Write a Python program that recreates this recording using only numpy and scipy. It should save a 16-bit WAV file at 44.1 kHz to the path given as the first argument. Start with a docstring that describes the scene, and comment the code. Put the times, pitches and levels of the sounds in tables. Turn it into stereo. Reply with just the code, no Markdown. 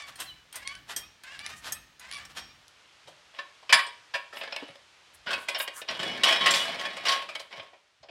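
"""A steel wheel dolly clanks and rattles over a concrete garage floor, its bearings clattering and its
deck and caster forks ringing. First a floor jack is pumped four times: the long handle rubs in its
socket, squeaks, ticks and clinks on the return. The lifted tyre frees the dolly, which is nudged with
a foot, drops with a clank and is kicked away. Cloth swishes and soft thuds sit close to the
microphone, in a short, hard room with a faint hiss."""
import sys
import numpy as np
from scipy import signal
from scipy.fft import rfft, irfft
from scipy.io import wavfile
from scipy.ndimage import uniform_filter1d

SR = 44100
rng = np.random.default_rng(int(sys.argv[2]) if len(sys.argv) > 2 else 0)


def transcribe(signal):
    """Save signal, clipped to [-1, 1], as a 16-bit WAV file at the path in sys.argv[1]."""
    frames = np.atleast_2d(signal).T
    limited = np.clip(frames, -1, 1)
    pcm = np.round(limited * 32767).astype(np.int16)
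    wavfile.write(sys.argv[1], SR, pcm)


N = 357210
TIME = np.arange(N) / SR
HIT = TIME[:SR // 2]  # time axis of one hit
TOP_HZ = 15900

# blows on the dolly: t/s, level/dB, treble/dB, clatter t60/s, pitch of the struck part/Hz
DOLLY_BLOWS = [(3.073, -45, -4, 0.14, 3090), (3.387, -30, -24, 0.067, 1768), (3.626, -48, -15, .06, 3260),
               (3.693, -23.5, -19.5, 0.086, 2364), (3.725, -8, -9, 0.049, 1824),
               (3.738, -15.5, -8.5, 0.1, 4840), (3.787, -22.5, -16, 0.071, 1886),
               (3.865, -40.5, -1, 0.11, 5000), (4.138, -25.5, -20, 0.069, 1742),
               (4.148, -27.5, -17, 0.097, 2410), (4.326, -39.5, -13, 0.24, 1805),
               (4.368, -33.5, -17, 0.025, 2720), (4.411, -32, -27, 0.057, 2555),
               (4.434, -35, -17, 0.028, 1720), (4.474, -36.5, -32, 0.023, 1690),
               (4.523, -31.5, -25, .035, 2560), (4.562, -28.5, -10, 0.014, 2680),
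               (4.755, -47, -5, 0.017, 3440), (5.269, -29.5, -43, 0.41, 1537),
               (5.305, -27, -13, 0.11, 1556), (5.33, -24, -12.5, 0.062, 2580),
               (5.484, -23, -9, 0.068, 2420), (5.546, -27, -16, 0.14, 2910),
               (5.599, -24.5, -27, 0.051, 2910), (5.675, -29, -12, 0.043, 2920),
               (5.815, -34.5, -11, 0.05, 2880), (5.886, -26.5, -17, 0.078, 2880),
               (5.991, -30, -11, 0.39, 3170), (6.234, -13.5, -8, 0.071, 2970), (6.281, -25, -5, .16, 2110),
               (6.323, -18, -13, .05, 2420), (6.458, -16, -14.5, 0.084, 1940),
               (6.506, -21, 9.5, 0.083, 3280), (6.537, -19, -3.5, 0.39, 3346),
               (6.851, -28, -15.5, 0.065, 1770), (7.052, -25, -9.5, 0.13, 2780),
               (7.083, -21.5, -3, 0.17, 3883), (7.118, -24, -5.5, 0.12, 2970),
               (7.288, -34.5, -14, 0.093, 2460), (7.351, -28.5, -10, 0.031, 3090),
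               (7.395, -35.5, -3.5, 0.074, 3100), (7.526, -40.5, -21, 0.11, 2461),
               (7.596, -35.5, -32, 0.026, 3010), (7.73, -48.5, -30, 0.095, 2400),
               (8.029, -47.5, -24, 0.14, 4900), (8.085, -43, -25, 0.15, 2540)]
# modes of the caster forks: f/Hz, level/dB, t60/s
FORK_MODES = [(560, -10, .08), (660, -3.5, .12), (1086, 3.5, .28), (1733, -3, .2), (1911, -9, .14),
              (2249, -1, .25), (2422, -1, .26), (2944, 1, .22), (3076, -2, .18), (3212, -1, .22),
              (3361, 1.5, .24), (3815, -4.5, .2), (4285, -9, .13), (5297, -7, .17), (5706, -13, .13)]
# EQ of the steel clatter: f/Hz, level/dB
CLATTER_EQ = [(60, -52), (120, -28.5), (420, -8), (600, 4.5), (800, -2.5), (1100, -1.5), (1350, -4),
              (1800, 1.5), (3100, -0.5), (3900, -4), (5100, -8), (6300, -20.5), (8500, -22.5), (12000, -34),
              (16000, -42.5)]


def dolly_knocks(trim_db=-1):
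    """The dolly is nudged, drops from under the tyre and is kicked along."""
    out = np.zeros(N)
    for s, db, treble_db, t60, hz in DOLLY_BLOWS:
        add(out, s, knock(db, treble_db, t60, hz))
    return amp(trim_db) * out


def knock(db, treble_db, t60, hz, part_db=-2, full_fork_db=-24):
    """Loose bearings clatter, tinted by the struck part; heavy blows ring the forks, then the deck."""
    # modes of the deck plate: f/Hz, level/dB, t60/s
    deck_modes = [(962, -5, .33), (1529, -2, .36), (1814, -1, .14), (2401, -8, .25), (2993, -8, .24),
                  (3311, -4, .12), (3887, -12, .18), (4425, -14, .13), (4885, -2, .17), (4995, -1, .16)]
    weight_db = db - max(row[1] for row in DOLLY_BLOWS)
    bass_db = -24 - 0.6967 * weight_db  # lighter blows are fuller for their size
    contacts = burst(t60, rise_s=0.0039)
    part = energy_one(band(contacts, 0.938 * hz, 1.039 * hz)) + small_part(hz, count=20)
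    clatter = energy_one(colour(contacts, CLATTER_EQ)) + amp(part_db) * part
    clatter = energy_one(balance(clatter, bass_db, treble_db))
    deck = amp(-7.5 + 0.28 * weight_db) * ring(deck_modes, scatter_db=3.5)
    forks = amp(-11 + .2 * min(db - full_fork_db, 0)) * ring(FORK_MODES, scatter_db=7.5)
    return peaked(clatter + deck + forks, db)


def dolly_roll(judder_db=2.5, swivel_db=4, full_ring_db=-32):
    """Hard wheels crunch over concrete; at speed the forks ring, modes swelling as the casters swivel."""
    # runs of the casters: t/s, length/s, rattle/dB, rumble/dB
    rolls = [(3.338, 0.053, -45, -83), (4.349, 0.36, -42.5, -62), (5.259, 0.071, -37, -47.5),
             (5.473, 0.13, -41, -65), (5.876, 0.069, -36.5, -46.5), (5.989, 0.4, -33, -39),
             (6.247, 0.079, -21, -47), (6.405, 0.12, -23.5, -39.5), (6.591, 0.506, -32, -46),
             (7.06, 0.07, -25, -53), (7.21, 0.23, -52, -60.5), (7.505, 0.11, -44, -63)]
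    speed, weight = np.zeros(N), np.zeros(N)
    for s, length, db, rumble_db in rolls:
        run = gesture(s, length, attack_s=0.007, release_s=0.049, db_per_s=-20)
        speed = np.maximum(speed, amp(db) * run)
        weight = np.maximum(weight, amp(rumble_db) * run)
    contacts = grit(5000, 1.0) * amp(judder_db * walk(80))
    forks = sum(amp(db + swivel_db * walk(19)) * unit(through(contacts, ring([(hz, db, t60)])))
                for hz, db, t60 in FORK_MODES)
    ringing = amp(2.5) * np.sqrt(np.minimum(speed / amp(full_ring_db), 1))
    rattle = colour(contacts, CLATTER_EQ) + ringing * unit(forks)
    rumble = unit(band(grit(1500, 2.3), 140, 620, order=3))
    rumble += amp(-18) * unit(band(rng.standard_normal(N), 67, 100, order=4))
    return amp(-5) * rattle * speed + amp(-4) * rumble * weight + caster_jolts(speed)


def caster_jolts(speed, per_s=21, gate_db=-52):
    """Chance bumps knock the rolling dolly, harder at speed."""
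    out = np.zeros(N)
    for s in np.arange(0, TIME[-1] - 1 / per_s, 1 / per_s):
        s += rng.random() / per_s
        roll_db = 20 * np.log10(speed[int(s * SR)] + 1e-9)
        if roll_db > gate_db:
            db = roll_db - 2 + 7 * rng.uniform(-0.63, 1)
            hz = 2500 * 2 ** rng.uniform(-0.56, 0.44)
            add(out, s, knock(db, treble_db=-10, t60=0.058, hz=hz))
    return out


def handle_clinks(ring_db=3):
    """The jack's handle chatters as it takes up its play in the socket, and the tube rings high."""
    # knocks in the socket: t/s, level/dB, treble/dB, clatter t60/s
    clinks = [(.156, -46, -1, .093), (.201, -35, 5, 0.26), (.526, -42, 1, .028), (0.556, -35.5, 10, 0.072),
              (0.9624, -27, 2, 0.15), (1.235, -45, -4, 0.018), (1.7217, -27.5, 8, 0.059),
              (1.995, -45.5, 1, 0.034), (2.251, -44, -8, 0.029), (2.369, -37.5, -22, 0.35)]
    # modes of the tube: f/Hz, level/dB, t60/s
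    tube_modes = [(1753, 13, 0.08), (3220, 14, 0.12), (5020, 5.5, 0.25), (5560, 0, 0.59), (8250, -2, 0.39),
                  (8240, 5, 0.19), (8250, 15, 0.11), (9700, 11.5, 0.13), (11400, 9, 0.057)]
    out = np.zeros(N)
    for s, db, treble_db, t60 in clinks:
        clatter = energy_one(band(burst(t60, rise_s=0.0011), 310, 12000, order=1))
        tube = ring(tube_modes, scatter_db=5.5) + small_part(7000, count=45)
        blow = clatter + amp(ring_db) * tube * fade(3.8 * t60)
        add(out, s, peaked(balance(blow, bass_db=-16, treble_db=treble_db), db))
    return out


def handle_friction(rub_db=-5, rasp_db=2, scrape_db=-1, rumble_db=-17, catch_db=3):
    """Steel grinds in the socket on each stroke, scrapes on the push and at the turn and slides on; the frame
    rumbles."""
    # down strokes: t/s, length/s, level/dB
    strokes = [(-.2, 0.21, -41.5), (0.535, 0.2, -47.5), (1.235, .28, -45.5), (1.999, 0.21, -45)]
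    # scrapes of the handle, on the push and as it turns back: crest t/s, half width/s, level/dB
    scrapes = [(0.088, 0.012, -43), (.212, 0.016, -36.5), (.563, 0.015, -42.5), (.912, .016, -36),
               (1.5, 0.0083, -42), (1.675, .024, -37), (2.308, .012, -51), (2.382, 0.015, -38.5)]
    # EQs of the rub, the scrape and the frame shifting under load: f/Hz, level/dB
    rub_eq = [(150, -19), (400, -14), (750, -2), (1150, -3.5), (1800, 3), (3100, -3), (5300, -9),
              (8000, -11), (15000, -39)]
    scrape_eq = [(88, -26), (150, -19), (524, -11), (662, -3), (837, -4), (1170, -1), (1790, -0.5),
                 (2220, -6.5), (3100, -2), (12700, -19.5), (16000, -47)]
    frame_eq = [(25, -14), (50, 4.5), (90, 3.5), (190, 0.5), (300, -4), (600, -25.5)]
    scraping = sum(amp(db) * swell(s, width) for s, width, db in scrapes)
    rubbing = amp(-6) * linger(scraping, t60=0.62)
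    travel_s = np.zeros(N)
    for s, length, db in strokes:  # the rub grows as the load builds
        rubbing += amp(db) * gesture(s, length, attack_s=0.0083, release_s=0.048, db_per_s=13)
        travel_s = np.where(TIME < s, travel_s, np.minimum(TIME - s, length))
    rasp = colour(stick_slip(travel_s), rub_eq)
    grind = colour(grit(7000, 1.7), rub_eq)
    rub = unit(grind + amp(rasp_db) * rasp) * rubbing * amp(catch_db * walk(65))
    scrape = colour(grit(9000, 0.91), scrape_eq) * scraping
    rumble = colour(rng.standard_normal(N), frame_eq) * linger(rubbing + scraping, t60=0.94)
    return amp(rub_db) * rub + amp(scrape_db) * scrape + amp(rumble_db) * rumble


def stick_slip(travel_s, start_hz=495.4, rise_hz_per_s=420, wobble=.022, jitter=.05, settle_s=.16):
    """Slips quicken through a stroke: rising overtones, rough at first and steadier under load."""
    uneven = wobble * walk(30) + jitter * np.exp(-travel_s / settle_s) * walk(900)
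    hz = (start_hz + rise_hz_per_s * travel_s) * (1 + uneven)
    phase = 2 * np.pi * np.cumsum(hz) / SR
    return unit(sum(amp(4 * walk(35)) * np.sin(k * phase) for k in range(2, 11)))


def joint_ticks(trim_db=-1):
    """The handle joint gives lone slips, and one creak whose slips come faster and weaker."""
    # lone slips: t/s, level/dB, brightness/Hz
    ticks = [(.022, -44.5, 6140), (0.675, -25, 4430), (0.7526, -39.5, 4640), (1.392, -33, 3660),
             (1.4636, -27, 4000), (2.681, -46.5, 7300)]
    out = np.zeros(N)
    for s, db, hz in ticks:
        add(out, s, tick(db + trim_db, hz))
    s, gap_s, db = 2.1135, .0118, -33
    for _ in range(9):
        add(out, s, tick(db, hz=3800, t60=0.0094))
        s += gap_s
        gap_s = max(gap_s * .88, .008)
        db -= 1.5
    return out


def tick(db, hz, t60=0.0073, ping_hz=9700, ping_db=-8):
    """One dry slip of the joint, with a brief high ping of the pin."""
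    snap = rng.standard_normal(len(HIT)) * (fade(t60) + 0.073 * fade(0.15))
    ping = amp(ping_db) * unit(band(snap, .92 * ping_hz, 1.08 * ping_hz))
    return peaked(unit(band(snap, 0.44 * hz, 1.44 * hz, order=4)) + ping, db)


def pivot_squeaks(trim_db=2, rasp=0.17, waver=0.011, partial_db=(-6, 0, -8, -8, -16)):
    """The pivot sticks and slips in short tones that glide and settle."""
    # squeaks: t/s, length/s, first f/Hz, last f/Hz, level/dB
    squeaks = [(0, 0.069, 1152, 1127, -51), (0.263, 0.048, 4260, 3970, -50.5),
               (.285, 0.053, 3190, 2950, -51.5), (0.647, 0.083, 1050, 1133, -45.5),
               (.7, 0.083, 1490, 1524, -54), (1.014, 0.061, 1183, 1270, -58),
               (1.405, 0.075, 1136, 1206, -50.5), (1.746, 0.042, 1268, 1294, -55),
               (2.127, 0.05, 1156, 1150, -45), (2.491, 0.036, 1164, 1213, -60.5)]
    out = np.zeros(N)
    for s, length, first_hz, last_hz, db in squeaks:
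        progress = np.linspace(0, 1, int(max(length, .01) * SR))
        glide_hz = last_hz + (first_hz - last_hz) * (1 - progress) ** 2
        hz = glide_hz * (1 + waver * walk(576, len(progress)))
        phase = 2 * np.pi * np.cumsum(hz) / SR
        tone = sum(amp(level) * np.sin(k * phase) for k, level in enumerate(partial_db, 1)
                   if k == 1 or k * last_hz < 5000)
        tone *= 1 + rasp * np.sin(phase / 2)  # alternate slips are unequal
        flutter = amp(2 * walk(120, len(progress)))
        arch = np.sqrt(progress * (1 - progress))
        add(out, s, amp(db + trim_db) * unit(flutter * tone * arch))
    return out


def cloth_swishes(skirt_db=-5, echo=0.64, comb_hz=1150, octaves_per_s=20):
    """Fibres brush close by, comb-filtered by a reflection that draws nearer."""
    # swishes: crest t/s, half width/s, level/dB, f/Hz
    swishes = [(1.58, 0.019, -57, 7700), (4.385, 0.02, -57.5, 10200), (5.15, 0.0074, -59, 9600),
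               (5.42, 0.026, -60, 8850), (5.594, 0.0061, -41, 11300), (5.622, 0.014, -39.5, 10600),
               (5.779, 0.022, -48, 8350), (5.785, 0.02, -47, 1600)]
    fibres, out = grit(13000, 1.2), np.zeros(N)
    for s, width, db, hz in swishes:
        lag_s = 2 ** -np.clip(octaves_per_s * (TIME - s), -2, 2) / comb_hz
        combed = fibres + echo * np.interp(TIME - lag_s, TIME, fibres)
        core = unit(band(combed, 0.68 * hz, 1.27 * hz))
        skirt = amp(skirt_db) * unit(band(combed, 700, 12000, order=1))
        out += amp(db) * swell(s, width) * (core + skirt)
    return out


def soft_thuds():
    """Boot and tyre bump with dull puffs of low noise."""
    # thuds: t/s, level/dB, f/Hz, t60/s
    thuds = [(3.053, -61, 117, 0.74), (4.137, -58, 121, 0.065), (3.731, -44.5, 179.3, 0.11),
             (4.623, -37, 355, 0.034), (4.689, -54, 168, 0.069), (5.149, -62, 65, 0.51),
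             (5.331, -54, 85, 0.16), (7.577, -55, 133, 0.15), (8.001, -64, 90, 0.32)]
    out = np.zeros(N)
    for s, db, hz, t60 in thuds:
        puff = rng.standard_normal(len(HIT)) * fade(t60)
        add(out, s, peaked(band(puff, 0.64 * hz, 1.4 * hz), db))
    return out


def garage(x, wet_db, t60, treble_t60, split_hz=5500):
    """Direct sound plus dense reflections from floor, underbody and walls."""
    noise = rng.standard_normal(len(HIT))
    tail = band(noise, 40, split_hz) * fade(t60) + band(noise, split_hz, TOP_HZ) * fade(treble_t60)
    tail *= np.clip((HIT - .003) / 0.0027, 0, 1)  # pre-delay and fade-in
    return x + amp(wet_db) * through(x, energy_one(tail))


def room_tone():
    """A faint, gently wavering bed of hiss."""
    # EQ of the hiss: f/Hz, level/dB
    hiss_eq = [(25, -28), (60, -5.5), (100, -4.5), (220, -10), (400, -5.5), (650, -3.5), (1200, -1),
               (3000, -1), (5500, -7.5), (9000, -17.5), (12000, -28), (16000, -47.5)]
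    # fader ride of the hiss: t/s, level/dB
    hiss_ride = [(0, -60.5), (1.9, -62), (3, -58.5), (5.2, -58.5), (7.3, -58), (8.1, -70)]
    fader = amp(np.interp(TIME, *np.transpose(hiss_ride)))
    return colour(rng.standard_normal(N), hiss_eq) * fader * amp(.4 * walk(4.2))


def ring(modes, scatter_db=11.0, rise_s=.0007):
    """Ring of a steel part, energy 1; each point of contact weights the modes anew."""
    partials = sum(amp(db + scatter_db * rng.standard_normal()) * fade(t60)
                   * np.sin(2 * np.pi * (hz * HIT + rng.random())) for hz, db, t60 in modes)
    return energy_one(partials * (1 - np.exp(-HIT / rise_s)))


def small_part(hz, count, t60=0.082):
    """Crowded, short-lived modes of a small steel part around one pitch."""
    return ring([(min(hz * 2 ** rng.normal(0, 0.5), TOP_HZ), 0, t60) for _ in range(count)])


def grit(per_s, spread_db, count=N):
    """Random tiny contacts of very unequal size."""
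    contacts = (rng.random(count) < per_s / SR) * rng.standard_normal(count)
    return unit(contacts * amp(spread_db * np.minimum(rng.exponential(size=count), 4)))


def burst(t60, rise_s):
    """A flurry of micro-contacts that builds up and dies away."""
    return grit(16000, 0.82, len(HIT)) * fade(t60) * (1 - np.exp(-HIT / rise_s))


def gesture(s, length, attack_s, release_s, db_per_s):
    """Attack, a hold that slopes in level, and an exponential release."""
    age = TIME - s
    attack = np.clip(age / attack_s, 0, 1)
    hold = amp(db_per_s * np.clip(age, 0, length))
    return attack * hold * np.exp(-np.clip((age - length) / release_s, 0, 40))


def swell(s, width):
    """A smooth rise and fall around time s."""
    return np.exp(-.5 * ((TIME - s) / width) ** 2)


def fade(t60):
    """Exponential decay over the length of one hit."""
    return np.exp(-np.log(1000) * HIT / t60)


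def linger(envelope, t60):
    """Give an envelope a slow tail."""
    return through(envelope, fade(t60) / fade(t60).sum())


def walk(per_s, count=N):
    """Smooth random wander of spread near 1."""
    return np.interp(TIME[:count] * per_s, np.arange(count), rng.standard_normal(count))


def balance(x, bass_db, treble_db, low_hz=1000, high_hz=6000):
    """Three-band EQ: set the bass and treble of a blow against its mids."""
    bass = unit(band(x, 77, low_hz, order=3))
    mids = unit(band(x, low_hz, high_hz, order=3))
    treble = unit(band(x, high_hz, TOP_HZ, order=3))
    return amp(bass_db) * bass + mids + amp(treble_db) * treble


def colour(x, eq, size=2048):
    """Minimum-phase EQ through points of f/Hz, level/dB; the result has rms 1."""
    hz, db = np.transpose(eq)
    log_gain = np.log(amp(np.interp(np.log(np.fft.rfftfreq(size, 1 / SR) + 1), np.log(hz), db)))
    cepstrum = irfft(log_gain)[:size // 2]
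    cepstrum[1:] *= 2
    return unit(through(x, irfft(np.exp(rfft(cepstrum, size)))))


def band(x, lo_hz, hi_hz, order=2):
    """Band-pass."""
    return signal.sosfilt(signal.butter(order, [lo_hz, hi_hz], "band", fs=SR, output="sos"), x)


def through(x, response):
    """Pass a sound through an impulse response."""
    return signal.fftconvolve(x, response)[:len(x)]


def amp(db):
    """Decibels to gain."""
    return 10 ** (np.asarray(db) / 20)


def unit(x):
    """Scale to rms 1."""
    return x / np.sqrt(np.mean(x ** 2) + 1e-20)


def energy_one(x):
    """Scale to a total energy of 1."""
    return x / np.linalg.norm(x)


def peaked(x, db):
    """Scale so that the loudest few milliseconds have this level."""
    return x * amp(db) / np.sqrt(uniform_filter1d(x * x, size=128).max())


def add(out, s, x):
    """Mix x into out from time s."""
    i = max(int(s * SR), 0)
    out[i:i + len(x)] += x[:N - i]


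def scene():
    """The dolly sits further back than the handle; the mix is mono but for deep bass and high treble."""
    dolly = garage(dolly_knocks() + dolly_roll(), wet_db=-9, t60=.36, treble_t60=.3)
    handle = handle_clinks() + pivot_squeaks() + handle_friction()
    jack = garage(handle, wet_db=-11.5, t60=0.41, treble_t60=0.23)
    near = garage(joint_ticks() + cloth_swishes() + soft_thuds(), wet_db=-13.5, t60=0.16, treble_t60=0.11)
    mid = band(dolly + jack + near + room_tone(), 42, 20000, order=3)
    treble = signal.sosfiltfilt(signal.butter(3, 5600, "high", fs=SR, output="sos"), mid)
    treble_side = amp(-33.5) * np.gradient(treble)
    low_noise = unit(band(rng.standard_normal(N), 35, 200, order=1))
    bass_side = amp(-77.5) * low_noise - amp(-28.5) * band(mid, 12, 150)
    return mid + np.outer([1, -1], treble_side + bass_side)


def record(dry):
    """A hard clip at full scale, then a steep high cut."""
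    return signal.sosfilt(signal.ellip(10, .2, 80, TOP_HZ, fs=SR, output="sos"), np.clip(dry, -1, 1))


dry = scene()
out = record(dry)
transcribe(out)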